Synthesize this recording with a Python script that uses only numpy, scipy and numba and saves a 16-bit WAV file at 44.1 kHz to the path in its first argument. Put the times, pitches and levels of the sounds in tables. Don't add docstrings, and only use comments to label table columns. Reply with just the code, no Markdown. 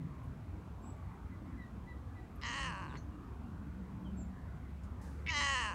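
import sys
import numpy as np
from scipy import signal
from scipy.fft import rfft, irfft
from scipy.io import wavfile
from scipy.ndimage import uniform_filter1d
from numba import njit

SR = 44100
rng = np.random.default_rng(int(sys.argv[2]) if len(sys.argv) > 2 else 0)


def bounce(signal):
    frames = np.transpose(np.atleast_2d(signal))
    limited = np.clip(frames, -1, 1)
    pcm = np.round(limited * 32767).astype(np.int16)
    wavfile.write(sys.argv[1], SR, pcm)


N = 253134

# start in seconds, end in seconds, time constant of the opening
# treble in seconds, steady scatter of the cycle length as a share, steady air noise as a share.
MEOWS = [(2.419, 2.965, .11, .013, .18), (5.262, 5.78, .2, .004, .1)]
# time in seconds, pitch in Hz.
PITCH_1 = [(2.42, 225.1), (2.488, 240.2), (2.518, 236.7), (2.558, 275.2), (2.578, 279.6), (2.67, 260.4),
           (2.736, 199.5), (2.754, 191), (2.806, 189.0), (2.9, 125.2), (2.95, 145.7)]
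PITCH_2 = [(5.29, 327), (5.312, 324.5), (5.346, 290.7), (5.42, 286.4), (5.458, 280), (5.534, 272.6),
           (5.56, 250.6), (5.59, 250.5), (5.628, 223), (5.638, 221.6), (5.7, 199.7), (5.716, 168.7),
           (5.74, 171.6)]
# time in seconds, level of the first resonance in dB.
EFFORT_1 = [(2.42, -54.5), (2.454, -47.5), (2.662, -44.5), (2.866, -49.5), (2.89, -54.5), (2.944, -51.5),
            (2.96, -51.5)]
EFFORT_2 = [(5.27, -65), (5.306, -47.5), (5.376, -41.5), (5.554, -39), (5.62, -41.5), (5.674, -41.5),
            (5.74, -45.5)]
# time in seconds, vowel (0 = ee, 1 = eh, 2 = ah, 3 = ow).
MOUTH_1 = [(2.42, 1.12), (2.5, 1.62), (2.63, 1.84), (2.73, 2.5), (2.95, 2.75)]
MOUTH_2 = [(5.286, -0.5), (5.316, 1.4), (5.37, 1), (5.52, 1.77), (5.63, 2), (5.74, 2.5)]
# first, second, third and fourth resonance in Hz, then the
# second, third and upper resonances in dB relative to the first.
VOWELS = [(1000, 2210, 2680, 3600, 19, 18, 3.5), (1046, 1984, 3080, 4020, 5.5, 2, -0.5),
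          (1049, 1817, 2910, 4350, -0.5, 0, -10), (1015, 1330, 2680, 4400, -8, -14, -27.5)]
# centre in Hz, width in Hz, dB relative to the first.
NOSE = (630, 210, -13.5)
# centre in Hz, width in Hz, relative level in dB.
UPPER = [(4590, 98, 6), (5230, 600, 2.5), (6490, 760, 3), (7030, 1500, 1.5), (7900, 2700, 1),
         (9340, 680, -3.5)]
# time in seconds, extra scatter as a share.
CRACKS = [(2.54, .045), (2.59, .018), (2.72, .035), (5.42, .03), (5.47, .009), (5.5, .01), (5.64, .022)]
# start in seconds, level in dB, centre in Hz,
# width in Hz, decay in seconds.
TICKS = [(.235, -75, 11000, 8000, .03), (2.358, -63, 11600, 6000, .006), (2.414, -50, 2600, 2980, 0.0037),
         (2.939, -51.5, 362, 129.8, 0.032), (2.953, -52, 1700, 1200, 0.018), (2.967, -54, 4310, 200, 0.012),
         (2.971, -63, 6260, 905, 0.029), (4.835, -68.5, 6450, 8000, 0.021), (5.014, -66, 6000, 10800, 0.15),
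         (5.265, -41, 2310, 1000, 0.0027), (5.273, -33, 2430, 910, 0.001)]
# start in seconds, length in seconds, start, middle and end pitch in Hz,
# level in dB.
BIRDS = [(0.815, 0.12, 7500, 7750, 7570, -65.5), (.81, 0.26, 1190, 1161, 1106, -64),
         (1.304, 0.062, 2020, 2016, 1940, -63.5), (1.566, 0.092, 2057, 1964, 1830, -55.5),
         (1.865, 0.069, 1963, 1980, 1900, -54), (2.147, 0.073, 2056, 1967, 1930, -59.5),
         (2.877, 0.052, 4280, 3720, 3230, -66), (3.11, 0.061, 2880, 2810, 2700, -73),
         (3.431, 0.057, 2830, 2780, 2750, -73), (4.042, 0.047, 3370, 3120, 2920, -64),
         (4.165, 0.061, 7400, 7500, 6600, -61.5)]
# frequency in Hz, relative density in dB per Hz.
PARK = [(15, -47), (25, -39), (49, 2.5), (96, 1.5), (123, -4), (161, -3.5), (275, -8.5), (351, -17.5),
        (570, -27.5), (1120, -26.5), (1350, -30.5), (4920, -48), (7780, -50), (8430, -52), (15700, -56.5)]
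# time in seconds, half-length in seconds, swell in dB.
VEHICLES = [(0.048, 0.25, 7), (1.393, 0.18, 5.5), (2.86, 0.29, 4.5), (3.982, 0.43, 7.5), (5.495, 0.31, 1.5)]

EDGE_SHUT_HZ, EDGE_OPEN_HZ = 5200, 9700
ONSET_SCATTER, SETTLE_S = .11, .016
CREAK_HZ, CREAK_SCATTER_PER_HZ = 180, .0015
CRACK_S, AIR_PER_SCATTER = .014, 3
BIRD_HARMONIC_DB, BIRD_HARMONIC_DB_PER_OCTAVE = -22, -9
PARK_DB = -47
DRONE_DB, TYRE_DB, TYRE_DB_PER_S = -3.5, 5, -0.32
ENGINE_HZ, ENGINE_HZ_PER_S, ENGINE_DB, ENGINE_DB_PER_S = 63.13, 1.5, -60.5, 2
PASS_S, PASS_HALF_S, PASS_HZ, PASS_SWING_HZ, PASS_DB = 4.08, 0.167, 186.2, 12, -51.5
TOP_HZ = 15800


def undb(db):
    return 10 ** (np.asarray(db) / 20)


def curves(table):
    s, *columns = np.transpose(table)
    return [np.interp(np.arange(N) / SR, s, c) for c in columns]


def unit(x):
    return x / np.sqrt(np.mean(x ** 2))


def smooth_twice(x, size):
    return uniform_filter1d(uniform_filter1d(x, size), size)


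def even(x):
    power = smooth_twice(x ** 2, SR // 50)
    return x / np.sqrt(np.abs(power) + 1e-14)


@njit
def svf(x, hz, width):
    band, low = np.empty(len(x)), np.empty(len(x))
    b, l = 0., 0.
    for i in range(len(x)):
        g = np.tan(np.pi * min(hz[i], .45 * SR) / SR)
        k = width[i] / hz[i]
        v = (b + g * (x[i] - l)) / (1 + g * (g + k))
        band[i], low[i] = k * v, l + g * v
        b, l = 2 * v - b, l + 2 * g * v
    return band, low


def ring(x, hz, width_hz):
    return svf(x + 1e-18, hz + np.zeros(len(x)), width_hz + np.zeros(len(x)))[0]


def below(x, hz, order=3):
    for k in range(order):
        x = svf(x + 1e-18, hz, 2 * hz * np.sin(np.pi * (k + .5) / (2 * order)))[1]
    return x


def above(x, hz, order=2):
    return signal.sosfilt(signal.butter(order, hz, "high", fs=SR, output="sos"), x)


def walk(rate):
    hold = int(SR / rate)
    steps = np.repeat(rng.standard_normal(N // hold + 1), hold)
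    return smooth_twice(steps, hold)[:N] * np.sqrt(2)


def meow(pitch, effort, mouth, call, drift=0.028, fourth_db=7.5):
    start, end, opening_s, steady_scatter, steady_air = call
    t = np.arange(N) / SR
    age = np.maximum(t - start, 0)
    (fold_hz,), (level_db,) = curves(pitch), curves(effort)
    scatter, air = rasp(fold_hz, age, steady_scatter, steady_air)
    source, breathy = folds(fold_hz, scatter, air)
    f1, f2, f3, f4, second_db, third_db, upper_db = vowel(mouth)
    damping = 1 + 4.5 * air

    nose_hz, nose_width, nose_db = NOSE
    nose = even(ring(ring(source, nose_hz, nose_width), nose_hz, width_hz=310))
    first = even(ring(ring(source, f1, 190 * damping), f1, width_hz=350))
    second = even(ring(ring(source, f2, 170 * damping), f2, width_hz=260))
    third = even(ring(ring(source, f3, 330 * damping), f3, width_hz=590))
    body = undb(nose_db) * nose + first + undb(second_db) * second + undb(third_db) * third
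    body = below(body, 1.035 * f3, order=6)

    upper = undb(fourth_db) * ring(ring(breathy, f4, 170 * damping), f4, width_hz=1500)
    for hz, width, db in UPPER:
        centre = hz * (f3 / 2960) ** 0.27 * (1 + drift * walk(25))
        upper = upper + undb(db) * ring(ring(breathy, centre, width), centre, width_hz=1100)
    edge_hz = EDGE_OPEN_HZ + (EDGE_SHUT_HZ - EDGE_OPEN_HZ) * np.exp(-age / opening_s)
    upper = even(below(above(upper, hz=3760, order=4), edge_hz, order=4))

    voiced = np.clip(age / 0.0029, 0, 1) * np.clip((end - t) / 0.01, 0, 1)
    return -voiced * undb(level_db) * (body + undb(upper_db) * upper)


def folds(hz, scatter, air, shimmer_db=1.5, sharpness_db=1.0, puff_s=0.00085):
    cycles = np.cumsum(hz) / SR
    at = np.interp(np.arange(1, cycles[-1]), cycles, np.arange(N))
    chance = rng.standard_normal((len(at) + 2, 3))
    loose = scatter[at.astype(int)]
    period = SR / hz[at.astype(int)]
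    at = np.clip(at + chance[2:, 0] * loose * period, 8, N - 10)
    size = undb(chance[2:, 1] * shimmer_db * np.sqrt(np.minimum(loose, .06) / .02))

    taps = at.astype(int)[:, None] + np.arange(-7, 9)
    offset = taps - at[:, None]
    snaps = np.zeros(N)
    np.add.at(snaps, taps, size[:, None] * np.sinc(offset) * np.cos(np.pi * offset / 16) ** 2)
    puff_shape = signal.lfilter([1], [1, -np.exp(-1 / (puff_s * SR))], snaps)
    puffs = air * unit(puff_shape * rng.standard_normal(N))
    snaps = unit(snaps)

    sharpness = undb(sharpness_db * chance[np.round(cycles).astype(int), 2])
    leak = 1.45 * air * rng.standard_normal(N)
    return snaps + puffs, sharpness * (snaps + 3.5 * puffs) + leak


def rasp(hz, age, steady_scatter, steady_air):
    t = np.arange(N) / SR
    onset = ONSET_SCATTER * np.exp(-age / SETTLE_S)
    creak = CREAK_SCATTER_PER_HZ * np.maximum(CREAK_HZ - hz, 0)
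    cracks = sum(share * np.exp(-((t - s) / CRACK_S) ** 2) for s, share in CRACKS)
    extra = onset + creak + cracks
    return steady_scatter + extra, steady_air + AIR_PER_SCATTER * extra


def vowel(mouth):
    shape, = curves(mouth)
    return [np.interp(shape, np.arange(len(VOWELS)), column) for column in np.transpose(VOWELS)]


def ticks():
    t = np.arange(N) / SR
    out = 0
    for start, db, hz, width, decay in TICKS:
        burst = (t >= start) * np.exp(-np.abs(t - start) / decay) * rng.standard_normal(N)
        makeup = np.sqrt(2 * SR / (np.pi * width))
        out = out + undb(db) * makeup * ring(ring(burst, hz, width), hz, width)
    return out


def birds():
    out = np.zeros(N)
    waver = 1 + 0.003 * walk(150)
    for start, length, hz0, hz1, hz2, db in BIRDS:
        second_db = BIRD_HARMONIC_DB + BIRD_HARMONIC_DB_PER_OCTAVE * np.log2(hz1 / 2000)
        i, u = int(start * SR), np.linspace(0, 1, int(length * SR))
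        arch = np.polyfit([0, .5, 1], [hz0, hz1, hz2], 2)
        hz = np.polyval(arch, u) * waver[i:i + len(u)]
        phase = 2 * np.pi * np.cumsum(hz) / SR
        whistle = np.sin(phase) + undb(second_db) * np.sin(2 * phase)
        out[i:i + len(u)] += undb(db) * np.sin(np.pi * u) * whistle
    return out


def trees(x, t60):
    t = np.arange(SR // 2) / SR
    tail = rng.standard_normal(len(t)) * np.exp(-np.log(1000) * t / t60) * (t > .006)
    return signal.fftconvolve(x, tail / np.linalg.norm(tail))[:N]


def park(flicker_db=2.6):
    t = np.arange(N) / SR
    drone_db = DRONE_DB + sum(db * np.exp(-((t - s) / half) ** 2) for s, half, db in VEHICLES)
    tyre_db = TYRE_DB + TYRE_DB_PER_S * t
    octave = np.log2(np.maximum(np.arange(N // 2 + 1) * SR / N, 1))
    hz, db = np.transpose(PARK)
    spectrum = rfft(rng.standard_normal(N)) * undb(np.interp(octave, np.log2(hz), db))
    spectrum /= np.std(irfft(spectrum, N))
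    out = irfft(spectrum, N)
    for centre in np.arange(6.5, 11.5, .25):
        band = irfft(spectrum * np.clip(1 - 4 * np.abs(octave - centre), 0, 1), N)
        drone = np.exp(-2 * (centre - np.log2(200)) ** 2)
        tyres = np.exp(-(centre - np.log2(1000)) ** 2 / 2)
        band_db = drone * drone_db + tyres * tyre_db + flicker_db * walk(11)
        out = out + band * (undb(band_db) - 1)
    return undb(PARK_DB) * out + engines()


def engines():
    t = np.arange(N) / SR
    along = (t - PASS_S) / PASS_HALF_S
    distance = np.hypot(along, 1)
    approaching = hum(ENGINE_HZ + ENGINE_HZ_PER_S * t, ENGINE_DB + ENGINE_DB_PER_S * t)
    passing = hum(PASS_HZ - PASS_SWING_HZ * along / distance, PASS_DB, waver=.05) / distance
    return approaching + passing


def hum(hz, db, waver=0.025):
    tone = np.sin(2 * np.pi * np.cumsum(hz * (1 + waver * walk(14))) / SR)
    return undb(db + 2.4 * walk(8.9)) * unit(tone)


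def scene():
    cat = meow(PITCH_1, EFFORT_1, MOUTH_1, MEOWS[0]) + meow(PITCH_2, EFFORT_2, MOUTH_2, MEOWS[1])
    cat = cat + undb(-17) * trees(cat, t60=.2)
    song = birds()
    song = song + undb(-2) * trees(song, t60=0.23)
    return (cat + song + ticks() + park())[None]


def record(dry):
    return signal.sosfilt(signal.ellip(10, .1, 70, TOP_HZ, fs=SR, output="sos"), dry)


dry = scene()
out = record(dry)
bounce(out)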